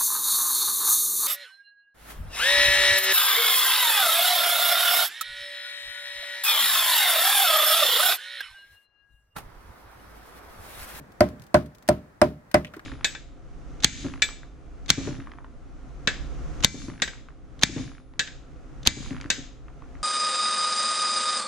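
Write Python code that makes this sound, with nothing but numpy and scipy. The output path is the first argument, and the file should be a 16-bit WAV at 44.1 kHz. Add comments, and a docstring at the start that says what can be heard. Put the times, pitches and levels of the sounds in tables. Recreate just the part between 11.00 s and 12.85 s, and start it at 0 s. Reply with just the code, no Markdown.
"""Faint outdoor air is heard throughout; at the start, a blow is just dying away in a plastic tub.
Close by, a steel hand tool chops clumps of damp soil in the tub, three blows a second.
Each blow cracks a clump, knocks through the soil and sets the tub's floor booming.
Soil sprays after it, crumbs patter down and now and then the floor gets a soft bump.
Towards the end a few larger clods tumble onto the plastic."""
import sys
import numpy as np
from scipy import signal
from scipy.fft import rfft, irfft, next_fast_len
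from scipy.io import wavfile
from scipy.ndimage import map_coordinates

SR = 44100
rng = np.random.default_rng(int(sys.argv[2]) if len(sys.argv) > 2 else 0)


def wrap_up_sound(samples):
    """Save the sound to the file named by the first command line argument, as 16-bit audio."""
    columns = np.atleast_2d(samples).T
    # keep every value between -1 and 1, then stretch to whole-number steps
    tamed = np.clip(columns, -1, 1)
    steps = np.round(tamed * 32767).astype(np.int16)
    wavfile.write(sys.argv[1], SR, steps)


N = 81585
AGE = np.arange(int(.6 * SR)) / SR  # seconds since a sound began

# A fade_s is the time to die away by 60 dB. A width of 0 is the same in both ears.
# blows of the tool: start_s, thud_db, knock_db, knock_pitch_hz, crack_db, crack_pitch_hz
BLOWS = [(-.115, -5, -15.5, 1500, -20, 5050), (0.206, -1, -13, 2010, -15, 4650),
         (0.543, -1.5, -8, 1460, -13.5, 4240), (0.8879, -3.5, -18.5, 1360, -10.5, 8440),
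         (1.2155, -1, -9.5, 986, -14, 5170), (1.542, -3, -7.5, 2026, -10.5, 5060)]
# notes the loaded tub rings at: pitch_hz, level_db, fade_s, width
TUB_NOTES = [(72, -24, 0.32, 0.024), (112.8, -26, .173, 0), (142.3, -31, 0.33, 0.026),
             (153.47, -23, 0.4, 0), (195.8, -22.5, 0.24, 0.12), (229.9, -25.5, 0.29, 0.21),
             (244.2, -31.5, 0.34, 0.19), (284.2, -25, .33, 0), (296.7, -26, 0.22, 0.54),
             (352.2, -16, 0.14, 0.16), (413, -31.5, .2, 0.59), (480, -41.5, 0.36, 0.71),
             (601.2, 4.5, 0.068, 0.094), (617.1, -4, 0.16, 0.22), (663.5, -18.5, 0.098, 0.9),
             (689.6, -16, 0.11, 0), (758, -14.5, 0.064, .1), (907, -27.5, 0.1, 1.1),
             (1005.6, -22.5, 0.088, 0.31), (1047, -27, 0.15, 0.43)]
# nearby walls send the thud back: delay_s, level_db
ECHOES = [(.0091, -9), (.0284, -16)]
# crumbs ticking on the plastic: start_s, level_db
CRUMBS = [(0.119, -53.5), (.2875, -47), (0.396, -52), (0.4196, -47.5), (0.437, -51), (0.466, -53),
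          (0.66, -52), (0.7484, -49.5), (0.783, -53.5), (0.8245, -50.5), (0.878, -37.5), (1.5141, -43.5),
          (1.765, -50.5)]
# soft bumps on the tub's floor: start_s, level_db, pitch_hz, fade_s
BUMPS = [(0.329, -40, 226, 0.25), (0.389, -35, 112.6, 0.079), (1.7648, -35, 335, 0.062)]
# tumbling clods: start_s, level_db, pitch_hz, fade_s, thud_offset_db
CLODS = [(1.513, -44.5, 1660, 0.054, -15.5), (1.6466, -32.5, 2220, 0.042, -9.5),
         (1.667, -48.5, 2650, 0.1, -9), (1.7371, -38, 1550, 0.088, -2.5), (1.768, -43.5, 1320, 0.046, -7),
         (1.7939, -36, 1510, 0.031, -19)]
# the tone of each sound, from bass to treble: pitch_hz, level_db
AIR_TONE = [(20, -18), (45, 1), (75, -7), (120, -3), (250, -9), (550, -12), (1800, -18), (2900, -33),
            (7000, -38), (16000, -44)]
CRACK_TONE = [(300, -12.5), (1500, 4), (3300, -9), (4600, -2), (7000, -11.5), (9500, -4.5), (11500, -15.5),
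              (15500, -19)]
KNOCK_TONE = [(100, -8.5), (400, -8), (800, 2.5), (1300, -0.5), (2000, -5.5), (2800, -13.5), (4000, -23),
              (8000, -27.5), (16000, -83)]
RUMBLE_TONE = [(35, -24.5), (70, -3), (150, 5.5), (290, -4.5), (450, -9), (700, -14.5), (1000, -29),
               (2500, -31), (8000, -45.5)]
SPRAY_TONE = [(300, 5.5), (1200, 8.5), (2200, -2), (3500, -6.5), (5000, -8), (7500, -20), (11000, -18),
              (15500, -27)]
CRUMB_TONE = [(300, -23), (1500, -0.5), (5000, 0.5), (8000, -5), (12000, -6.5), (15500, -7.5)]
# how much louder the work is in the left ear: pitch_hz, left_minus_right_db
LEFT_BOOST = [(100, -0.5), (300, -0.4), (600, -1), (1100, 0.5), (2000, 1), (4000, 2), (8000, 5.5),
              (14000, 5.5)]

CRACK_PEAK_DB, KNOCK_PEAK_DB, PEAK_OCTAVES = 9.5, 10.5, 0.067  # each clump rings at its own pitch


def amp(db):
    return 10 ** (np.asarray(db) / 20)


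def unit(x):
    """Scale x to an average power of 1."""
    return x / np.sqrt(np.mean(x ** 2) + 1e-20)


def along(table, hz):
    """Read a table between its listed pitches."""
    pitches, values = np.transpose(table)
    return np.interp(np.log(hz + 1), np.log(pitches + 1), values)


def hump(hz, pitch_hz, octaves):
    """A peak of height 1 around one pitch."""
    return 1 / (1 + (np.log2((hz + 1) / pitch_hz) / octaves) ** 2)


def fade(fade_s, rise_s):
    """Rise quickly, then die away."""
    return np.exp(-np.log(1000) * AGE / fade_s) * (1 - np.exp(-AGE / rise_s))


def coloured(x, tone_db):
    """Filter x to give it a tone; white noise keeps its power."""
    size = 2 * next_fast_len(x.shape[-1])
    gain = unit(amp(tone_db(np.fft.rfftfreq(size, 1 / SR))))
    cepstrum = irfft(np.log(gain + 1e-6))
    cepstrum[1:size // 2] *= 2
    cepstrum[size // 2 + 1:] = 0  # so nothing rings before it is hit
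    return irfft(rfft(x, size) * np.exp(rfft(cepstrum)), size)[..., :x.shape[-1]]


def noise(width):
    """An even stereo hiss."""
    mid, side = rng.standard_normal((2, len(AGE)))
    return unit(np.array([mid + width * side, mid - width * side]))


def grit(per_s, width):
    """A stream of tiny clicks of uneven size."""
    return unit(noise(width) * (rng.random(len(AGE)) < per_s / SR))


def add(out, start_s, sound):
    """Mix a sound in, cutting off what does not fit."""
    start = round(start_s * SR)
    first, end = max(start, 0), min(start + sound.shape[-1], N)
    out[:, first:end] += sound[..., first - start:end - start]


def air(level_db=-53, drift_db=-2.28, drifts_per_s=4.2, wide_above_hz=300):
    """Quiet outdoor air gently swells and ebbs, its bass alike in both ears."""
    mid, side = coloured(rng.standard_normal((2, 2 * N)), lambda hz: along(AIR_TONE, hz))[:, N:]
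    side = signal.sosfilt(signal.butter(1, wide_above_hz, "high", fs=SR, output="sos"), side)
    drift = map_coordinates(rng.standard_normal(size=64), [np.arange(N) / SR * drifts_per_s])
    return amp(level_db + drift_db * drift) * unit(np.array([mid + side, mid - side]))


def crack(pitch_hz):
    """The blade splits the clump, then crushes its way through."""
    split = noise(width=0.05) * fade(0.0028, rise_s=0.0004)
    crush = amp(-4) * grit(per_s=11000, width=1.0) * fade(0.023, rise_s=0.00011)
    return coloured(split + crush,
                    lambda hz: along(CRACK_TONE, hz) + CRACK_PEAK_DB * hump(hz, pitch_hz, PEAK_OCTAVES))


def knock(pitch_hz):
    """A slap on the plastic makes the tub's many high notes ring briefly."""
    slap = noise(width=0.23) * fade(0.017, rise_s=0.00045)
    ring = amp(-5) * noise(width=0.82) * fade(0.087, rise_s=0.001)
    return coloured(slap + ring,
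                    lambda hz: along(KNOCK_TONE, hz) + KNOCK_PEAK_DB * hump(hz, pitch_hz, PEAK_OCTAVES))


def tub_note(pitch_hz, level_db, fade_s, width=0):
    """One note of the tub. Soil cushions its start, and no two hits land quite alike."""
    angle = 2 * np.pi * pitch_hz * AGE
    wave = np.sin(angle) + np.outer([width, -width], np.cos(angle))
    return amp(level_db + 0.06 * rng.normal()) * fade(fade_s, rise_s=0.00038) * wave


def thud():
    """The tub's floor booms, followed by wall echoes and a low rumble."""
    # neighbouring notes swing opposite ways
    ring = sum((-1) ** k * tub_note(*note) for k, note in enumerate(TUB_NOTES))
    ring += tub_note(228.4, -14.5, fade_s=0.11)  # the floor gives way under the blow
    ring -= tub_note(623.7, 6, fade_s=0.015)  # holds the hollow note back at first, so it swells
    ring -= tub_note(601, -32.5, fade_s=0.42)  # that note lingers faintly in the tub
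    echoes = sum(amp(level_db) * np.pad(ring, ((0, 0), (round(delay_s * SR), 0)))[:, :len(AGE)]
                 for delay_s, level_db in ECHOES)
    rumble = coloured(noise(width=0.16) * fade(0.35, rise_s=0.0045), lambda hz: along(RUMBLE_TONE, hz))
    return ring + echoes + amp(-24) * rumble


def spray():
    """Fine soil and a few coarse grains scatter after the blow."""
    fine = amp(-29) * grit(per_s=4700, width=1.0) * fade(0.23, rise_s=0.00242)
    coarse = amp(-31) * grit(per_s=280, width=1.0) * fade(0.15, rise_s=0.014)
    return coloured(fine + coarse, lambda hz: along(SPRAY_TONE, hz))


def chopping(thud_delay_s=0.0006):
    """Each blow cracks and knocks, then thuds and sprays an instant later."""
    out = np.zeros((2, N))
    for start_s, thud_db, knock_db, knock_hz, crack_db, crack_hz in BLOWS:
        add(out, start_s, amp(knock_db) * knock(knock_hz) + amp(crack_db) * crack(crack_hz))
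        add(out, start_s + thud_delay_s, amp(thud_db) * (thud() + spray()))
    return out


def crumbs():
    """Light crumbs land on the plastic with short, bright ticks."""
    out = np.zeros((2, N))
    for start_s, level_db in CRUMBS:
        tick = grit(per_s=5800, width=0.8) * fade(0.039, rise_s=0.0002)
        add(out, start_s, amp(level_db) * coloured(tick, lambda hz: along(CRUMB_TONE, hz)))
    return out


def bumps():
    """Soft bumps on the tub's floor sound low and dull."""
    out = np.zeros((2, N))
    for start_s, level_db, pitch_hz, fade_s in BUMPS:
        push = noise(width=0.16) * fade(fade_s, rise_s=0.00063)
        bump = coloured(push, lambda hz: 40 * np.log10(hump(hz, pitch_hz, octaves=0.54)))
        add(out, start_s, amp(level_db) * bump)
    return out


def clods():
    """Larger clods clatter down, and the tub answers each with a faint thud."""
    out = np.zeros((2, N))
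    for start_s, level_db, pitch_hz, fade_s, thud_offset_db in CLODS:
        crunch = grit(per_s=5400, width=0.54) * fade(fade_s, rise_s=0.00026)
        clatter = coloured(crunch, lambda hz: 20 * np.log10(hump(hz, pitch_hz, octaves=0.45)))
        add(out, start_s, amp(level_db) * (clatter + amp(thud_offset_db) * thud()))
    return out


def scene(left_lead_s=0.00008):
    """The work is a little to the left, so it reaches that ear sooner and brighter."""
    work = chopping() + crumbs() + clods() + bumps()
    size = next_fast_len(N + SR // 2)
    hz = np.fft.rfftfreq(size, 1 / SR)
    ear_share = np.array([[.5], [-.5]])
    balance = amp(ear_share * along(LEFT_BOOST, hz))
    time_shift = np.exp(2j * np.pi * hz * ear_share * left_lead_s)
    return irfft(rfft(work, size) * balance * time_shift, size)[:, :N] + air()


def record(dry, low_cut_hz=19, top_hz=16300):
    """The recorder drops the deepest bass, rounds off loud peaks and cuts the highest treble."""
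    trimmed = signal.sosfilt(signal.butter(2, low_cut_hz, "high", fs=SR, output="sos"), dry)
    rounded = trimmed / (1 + np.abs(trimmed) ** 8) ** (1 / 8)
    return signal.sosfilt(signal.ellip(10, .1, 90, top_hz, fs=SR, output="sos"), rounded)


dry = scene()
out = record(dry)
wrap_up_sound(out)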